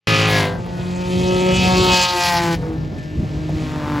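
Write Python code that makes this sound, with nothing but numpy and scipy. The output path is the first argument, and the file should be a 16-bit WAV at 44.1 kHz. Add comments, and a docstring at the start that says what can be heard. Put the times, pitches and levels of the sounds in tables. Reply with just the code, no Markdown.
"""Three race cars pass right to left at full speed, heard from the trackside grass: a ragged V8,
a singing six that lifts off once past, and a deeper, muffled six. Each exhaust sounds its engine
orders and a rasp of gas that cracks at every firing. Wind buffets a microphone pair that opens
abruptly on the first car; faint ticks and knocks lie underneath."""
import sys
import numpy as np
from scipy import signal
from scipy.fft import rfft, irfft
from scipy.io import wavfile

SR = 44100
rng = np.random.default_rng(int(sys.argv[2]) if len(sys.argv) > 2 else 0)


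def log_audio(samples):
    """Write samples as a 16-bit WAV file to the path given in sys.argv[1]."""
    # one column per channel
    frames = np.atleast_2d(samples).T
    # limit to full scale, then quantise
    limited = np.clip(frames, -1, 1)
    pcm = np.round(limited * 32767).astype(np.int16)
    wavfile.write(sys.argv[1], SR, pcm)


N = 176400
T = np.arange(N) / SR
FREQS = np.maximum(np.arange(N // 2 + 1) * SR / N, 1)
OPENS_S = .0723
BASS_EDGE_HZ, TREBLE_EDGE_HZ = 450, 1900


def undb(db):
    """Decibels to gain."""
    return 10 ** (np.asarray(db) / 20)


def unit(x):
    """Scale to rms 1."""
    return x / np.sqrt(np.mean(x ** 2))


def curves(table):
    """Each column of a timed table, joined by straight lines."""
    times_s, *columns = np.array(table, float).T
    return [np.interp(T, times_s, column) for column in columns]


def response(points):
    """Level/dB at every frequency from (f/Hz, level/dB) points."""
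    hz, db = np.array(points, float).T
    return np.interp(np.log(FREQS), np.log(hz), db)


def noise(colour):
    """Coloured noise, rms 1."""
    return unit(irfft(rfft(rng.standard_normal(N)) * undb(response(colour)), N))


def walk(rate_hz):
    """Smooth random drift, spread near 1."""
    knots = rng.standard_normal(2048)
    at = T * rate_hz
    i = at.astype(int)
    ease = .5 - .5 * np.cos(np.pi * (at - i))
    return knots[i % len(knots)] * (1 - ease) + knots[(i + 1) % len(knots)] * ease


def taps(events, colour, decay_s):
    """Decaying noise bursts at (t/s, level/dB) events."""
    return noise(colour) * sum(undb(db) * (T > s) * np.exp(-abs(T - s) / decay_s) for s, db in events)


def turns(pitch, waver, jitter_cycles):
    """Cycles elapsed at a pitch that includes Doppler; speed wavers, cycles come early or late."""
    rate_hz = curves(pitch)[0] * (1 + waver * walk(25))
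    return np.cumsum(rate_hz) / SR + jitter_cycles * walk(160)


def turning(orders, facing_s):
    """Order levels/dB as the car turns from one aspect to the next."""
    return [(k, np.interp(T, facing_s, dbs)) for k, *dbs in orders]


def tones(phase, orders, flutter_db, spread_rad):
    """Exhaust orders, rms near 1, fluttering in moving air; a small phase spread keeps pulses sharp."""
    total, power = 0, 0
    for k, db in orders:
        drift_rad = spread_rad * (rng.standard_normal() + walk(7.6) / 2)
        gain = undb(db + flutter_db * walk(14))
        total = total + gain * np.cos(2 * np.pi * round(k) * phase + drift_rad)
        power = power + undb(db) ** 2
    return total * np.sqrt(2 / power)


def gas(phase, turbulence, puff_db, scatter_db, firings, harmonics):
    """Gas rasp: a pattern repeating each cycle plus turbulence, puffing and cracking at each firing."""
    partials = np.exp(2j * np.pi * rng.random(harmonics))
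    partials[0] = 0
    pattern = irfft(partials, 8192)
    repeat = unit(np.interp(phase % 1, np.arange(len(pattern)) / len(pattern), pattern))
    firing = np.maximum(phase * firings, 0).astype(int)
    strength = undb(scatter_db * rng.standard_normal(4096))[firing]
    flow = np.sqrt(1 - turbulence) * repeat + np.sqrt(turbulence) * rng.standard_normal(N)
    puffs = flow * strength * undb(-puff_db * (phase * firings % 1))
    cracks = np.diff(firing, prepend=0) * strength ** 2
    return unit(puffs) + undb(-18) * unit(cracks)


def pipe(x, colours, facing_s):
    """Middle and treble bands, rms near 1 each, coloured by the side of the car that is heard."""
    low_cut = 1 / (1 + (BASS_EDGE_HZ / FREQS) ** 8)
    split = 1 / (1 + (FREQS / TREBLE_EDGE_HZ) ** 12)
    spectrum, middle, treble = rfft(x) * low_cut, 0, 0
    for colour, aspect in zip(colours, np.eye(len(facing_s))):
        share = np.interp(T, facing_s, aspect)
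        shaped = spectrum * undb(response(colour))
        middle = middle + share * unit(irfft(shaped * split, N))
        treble = treble + share * unit(irfft(shaped * (1 - split), N))
    return middle, treble


def surge(x, depth_db, rate_hz):
    """Moving air swells and sinks each half octave of the rasp on its own."""
    octaves, spectrum = np.log2(FREQS / TREBLE_EDGE_HZ), rfft(x)
    centres_oct = np.arange(7) / 2
    bands = [irfft(spectrum * np.interp(octaves, centres_oct, row), N) for row in np.eye(7)]
    return unit(sum(band * undb(depth_db * walk(rate_hz)) for band in bands))


def drive_by(x, passes_s, speed_m_s=29, distance_m=31):
    """The nearer microphone port leads: right while the car comes, left as it leaves."""
    # side signal of a source fully to one side: f/Hz, level/dB
    port_side = [(100, -13), (350, -5), (700, 3), (1000, 4), (1400, 10), (1750, 5), (2150, -18),
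                 (4000, -78)]
    along_m = speed_m_s * (T - passes_s)
    quadrature = irfft(1j * rfft(x * (T > OPENS_S)) * undb(response(port_side)), N)
    side = quadrature * along_m / np.hypot(along_m, distance_m)
    return np.array([x + side, x - side])


def ticks():
    """Faint dry ticks: bright noise bursts."""
    # onsets: t/s, level/dB
    events = [(2.727, -46), (2.982, -42.5), (3.027, -45)]
    return taps(events, [(800, -42), (2400, 6.5), (4000, -9), (7500, -8.5), (15000, -27)], decay_s=.018)


def knocks():
    """Soft dull knocks: low noise bursts."""
    # onsets: t/s, level/dB
    events = [(.663, -30), (3.493, -28)]
    return taps(events, [(250, -9), (600, 14), (2500, -31)], decay_s=.016)


def wind():
    """Wind on the microphone: fluttering rumble and short buffets, nearly alike on both ports."""
    # rumble: t/s, level/dB
    level = [(.1, -28), (.5, -30.5), (.65, -28.5), (.85, -34), (1.05, -31.5), (1.17, -21.5), (1.4, -22),
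             (1.52, -24), (1.64, -18), (1.75, -23), (1.9, -21.5), (2.02, -34), (2.09, -38), (2.2, -35.5),
             (2.5, -26.5), (2.8, -27), (3.1, -29.5), (3.5, -24.5), (3.7, -27.5)]
    # buffets: t/s, length/s, level/dB
    buffets = [(2.738, 0.069, -35), (3.155, 0.098, -19.5), (3.521, 0.055, -19)]
    # spectra: f/Hz, level/dB
    rumble_colour = [(20, -33.5), (35, -19), (52, -2), (85, -3), (140, 0.5), (220, -8.5), (400, -15.5),
                     (700, -23.5), (5000, -64)]
    buffet_colour = [(25, -15), (70, 8), (200, 0.5), (330, 1), (600, -44), (1500, -49), (5000, -60)]
    swell = undb(curves(level)[0] + 1.8 * walk(30))
    gusts = 0
    for start_s, length_s, db in buffets:
        arch = np.sin(np.pi * np.clip((T - start_s) / length_s, 0, 1))
        gusts = gusts + undb(db) * np.sqrt(np.maximum(arch, 0))
    side = undb(-15) * swell * noise(rumble_colour)
    return swell * noise(rumble_colour) + gusts * noise(buffet_colour) + np.array([side, -side])


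def muffled_six():
    """Last car: a deep drone, then sharp exhaust pops in limping threes as it draws level."""
    # cycle rate: t/s, f/Hz
    pitch = [(2.7, 52.13), (3.1, 50.86), (3.55, 51.77), (3.72, 51.03), (3.82, 49.95), (4, 48.92)]
    # bands: t/s, bass/dB, middle/dB, treble/dB
    levels = [(2.5, -70, -80, -90), (2.8, -31.5, -45, -57), (3.1, -29.5, -57.5, -53),
              (3.25, -27.5, -38.5, -47), (3.5, -29, -41.5, -44.5), (3.62, -23.5, -33, -38),
              (3.8, -23.5, -27, -40), (4, -20.5, -22.5, -36.5)]
    # drone: order, front/dB, abreast/dB
    orders = [(3, 4, -0.5), (5, -10.5, -4), (6, -3, 4.5), (12, -16, -10.5)]
    # three firings of the near bank: level/dB
    bank_db = [0, -3, -6]
    # rasp spectra: f/Hz, level/dB
    front = [(450, 3), (700, -7.5), (1400, -17), (2500, -22.5), (7500, -34), (15000, -56.5)]
    side = [(450, -1), (650, -11), (920, 5.5), (2000, -9), (2600, -13.5), (7500, -30), (15000, -34.5)]
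    # front, side heard: t/s
    facing_s = [3.44, 4.035]
    phase = turns(pitch, waver=.001, jitter_cycles=.002) - .2
    bass, middle, treble = undb(curves(levels))
    firing = np.maximum(phase * len(bank_db), 0).astype(int)
    strength = undb(np.take(bank_db, firing, mode="wrap") + rng.standard_normal(N))
    pops = np.diff(firing, prepend=0) * strength
    bark, rasp = pipe(pops, [front, side], facing_s)
    roar, tyres = pipe(rng.standard_normal(N), [front, side], facing_s)
    boom = tones(phase, turning(orders, facing_s), flutter_db=3.5, spread_rad=1.16)
    crisp = np.interp(T, facing_s, [.5, .85])
    exhaust = np.sqrt(crisp) * bark + np.sqrt(1 - crisp) * roar
    top = undb(-5.5) * crisp * rasp + undb(-2) * tyres
    return drive_by(undb(-.5) * bass * boom + undb(-4) * middle * exhaust + treble * top, passes_s=3.89)


def ragged_v8():
    """First car: uneven firing sounds odd and even multiples of the cycle under a harsh rasp."""
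    # cycle rate: t/s, f/Hz
    pitch = [(0, 55.04), (.13, 53.96), (.27, 53.1), (.36, 52.53), (.44, 50.55), (.55, 49.62), (.75, 46.4),
             (1.3, 42.96)]
    # bands: t/s, bass/dB, middle/dB, treble/dB
    levels = [(0.085, -16.5, -23.5, -17.5), (0.421, -16.5, -21.5, -22), (0.56, -29, -32.5, -46.5),
              (.63, -39, -48, -56), (.8, -29.5, -40.5, -45.5), (1.5, -36, -58, -49)]
    # boom: order, level/dB
    low_orders = [(2, 1.5), (3, 0), (4, -13), (5, -9), (6, -9), (7, -9.5), (8, -3.5)]
    # song and whine: order, early/dB, late/dB
    high_orders = [(10, -2, 2), (13, -10, -2), (14, -8, -9), (15, -5, -5), (20, -8, -7), (23, 0, -9),
                   (32, -3, -2), (37, -3, -9), (41, -13, -2), (46, 0, -11), (51, -2, -14)]
    # rasp spectra: f/Hz, level/dB
    early = [(400, -10), (800, -20), (1270, -12), (1500, -14.5), (2000, -10), (2550, 6), (3300, -2),
             (5000, -7.5), (7500, -19), (15000, -28.5)]
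    late = [(400, 10), (700, 9), (1100, 4.5), (2150, -1.5), (2800, -4.5), (4900, -8.5), (7500, -20),
            (15000, -21)]
    # early, late aspect heard: t/s
    facing_s = [0.27, 0.31]
    phase = turns(pitch, waver=.00089, jitter_cycles=.0015)
    bass, middle, treble = undb(curves(levels))
    flow = gas(phase, turbulence=.38, puff_db=4, scatter_db=1.5, firings=8, harmonics=220)
    bark, rasp = pipe(flow, [early, late], facing_s)
    boom = tones(phase, low_orders, flutter_db=1, spread_rad=2)
    orders = turning(high_orders, facing_s)
    song = tones(phase, orders[:7], flutter_db=3, spread_rad=3)
    whine = tones(phase, orders[7:], flutter_db=3, spread_rad=2)
    body = undb(-2) * song + undb(-2.5) * bark
    top = undb(-.5) * surge(rasp, depth_db=2, rate_hz=20) + undb(-7) * whine
    return drive_by(undb(-2) * bass * boom + middle * body + treble * top, passes_s=.44)


def overrun(phase):
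    """The singing six off throttle: a burble over a few engine orders."""
    # envelope: t/s, level/dB
    level = [(2.52, -58), (2.58, -33), (2.65, -28.5), (2.73, -32.5), (2.8, -44), (2.91, -49), (3.1, -71)]
    # hum: order, level/dB
    orders = [(8, -7), (9, 0), (13, -15), (17, -13), (23, -20)]
    # burble spectrum: f/Hz, level/dB
    colour = [(200, -5), (400, -4), (850, -3), (1200, -9), (2000, -17), (6000, -55)]
    hum = tones(phase, orders, flutter_db=2, spread_rad=1)
    burble = noise(colour) * undb(4.43 * walk(60) - 10.5)
    return undb(curves(level)[0]) * (burble + undb(-3) * hum)


def singing_six():
    """Second car, a straight six: clean orders and a scream coming, a tearing rasp abreast, then a lift."""
    # firing rate of one bank, the base of the orders here: t/s, f/Hz
    pitch = [(.5, 173.6), (.75, 177.2), (1, 180.3), (1.5, 184.2), (1.8, 184.1), (2, 181.3), (2.2, 177.3),
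             (2.4, 171), (2.53, 168.4), (2.6, 162.2), (2.9, 156.9)]
    # bands: t/s, fundamental/dB, octave/dB, middle/dB, treble/dB
    levels = [(.3, -34, -53, -45, -70), (.62, -29, -42, -39.5, -49.5), (.85, -26, -36, -39.5, -44.5),
              (1.05, -25, -30.5, -33.5, -38), (1.17, -20, -23, -32, -33), (1.5, -20.5, -19, -23.5, -29),
              (1.6, -17, -30, -25.5, -24.5), (1.69, -16.5, -31, -22, -23.5),
              (1.79, -20.5, -15.5, -22.5, -24), (1.91, -18, -21.5, -19.5, -18.5),
              (2.03, -33, -39.5, -21, -17), (2.08, -38, -45, -24, -26.5), (2.16, -47, -24.5, -22, -25),
              (2.28, -29.5, -46, -20, -20), (2.42, -24.5, -23, -22, -28.5),
              (2.545, -23.5, -21.5, -25.5, -31.5), (2.58, -26, -52, -56, -49.5),
              (2.7, -33, -25.5, -48, -52.5), (3, -37, -62, -71, -87)]
    # song, front to rear: order, level/dB at each t/s of song_s
    song_orders = [(3, 0, 0, -2, -5, -1), (4, -11, 1, -6, 1, -3), (5, -7, -1, 2, 4, 0),
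                   (6, -18, -3, -6, -10, -9), (7, -13, -2, -4, -5, -6), (9, -24, -14, -6, -6, -3),
                   (11, -23, -23, -18, -7, -11)]
    song_s = [1.52, 1.85, 2.01, 2.27, 2.5]
    # scream: order, level/dB
    scream_orders = [(12, -12), (13, -9), (14, 0), (16, -7), (17, -9), (18, -8)]
    # scream in the treble: t/s, power share
    scream_share = [(.7, .12), (1.5, .4), (1.85, .28), (2.15, .04)]
    # rasp spectra: f/Hz, level/dB
    front = [(600, 3.5), (1400, -18), (1920, -7.5), (2500, -1), (3700, -4), (4500, -6), (7500, -11),
             (15000, -29.5)]
    side = [(500, -5.5), (1500, -13), (1900, -14), (2500, -2.5), (4600, -0.5), (5700, -8), (7500, -10),
            (10000, -23), (15000, -23)]
    rear = [(500, -9), (900, 14), (1900, 4.5), (2560, -3.5), (3200, -4), (5000, -4.5), (7000, -12.5),
            (11000, -15.5), (15000, -16.5)]
    # front, side, rear heard: t/s
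    facing_s = [1.38, 1.95, 2.57]
    phase = turns(pitch, waver=.0017, jitter_cycles=.006)
    fundamental, octave, middle, treble = undb(curves(levels))
    flow = gas(phase, turbulence=.5, puff_db=2.5, scatter_db=1.7, firings=2, harmonics=70)
    bark, rasp = pipe(flow, [front, side, rear], facing_s)
    rasp = surge(rasp, depth_db=2.8, rate_hz=32)
    song = tones(phase, turning(song_orders, song_s), flutter_db=2.2, spread_rad=1.7)
    boom = fundamental * tones(phase, [(1, 0)], flutter_db=1, spread_rad=.22)
    boom += octave * tones(phase, [(2, 0)], flutter_db=1, spread_rad=1)
    scream = tones(phase, scream_orders, flutter_db=3.3, spread_rad=2.6)
    share = curves(scream_share)[0]
    body = undb(.07) * song + undb(-7.5) * bark
    top = np.sqrt(share) * scream + np.sqrt(1 - share) * rasp
    flare_rms = undb(-29.5) * np.exp(-((T - 1.56) / .07) ** 2)  # order 16 flares on the approach
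    flare = flare_rms * np.sqrt(2) * np.cos(2 * np.pi * 16 * phase)
    coast = overrun(phase / 3)  # three bank firings per engine cycle
    return drive_by(boom + middle * body + undb(1) * treble * top + flare + coast, passes_s=2.326)


def scene():
    """Three cars over wind, ticks and knocks."""
    return ragged_v8() + singing_six() + muffled_six() + wind() + ticks() + knocks()


def record(dry):
    """The pair opens abruptly, leans left in the mids, lags left in the top octave and cuts the top."""
    # left minus right: f/Hz, level/dB
    balance = [(100, .1), (550, .6), (750, 1.8), (1400, 2), (1750, 5), (2200, 0)]
    lag_from_hz, lag_turn_hz, top_hz = 7030, 4050, 15750
    fade_out = np.minimum((T[-1] - T) * SR / 256, 1)
    opened = dry * np.where(T > OPENS_S, 1, undb(-60)) * fade_out
    lag_rad = -2 * np.pi * np.maximum(FREQS - lag_from_hz, 0) / lag_turn_hz
    sides = np.array([[.5], [-.5]])
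    ports = undb(sides * response(balance)) * np.exp(1j * sides * lag_rad)
    heard = irfft(rfft(opened) * ports, N) * np.minimum(T / OPENS_S, 1)
    return signal.sosfilt(signal.ellip(10, .2, 80, top_hz, fs=SR, output="sos"), heard)


dry = scene()
out = record(dry)
log_audio(out)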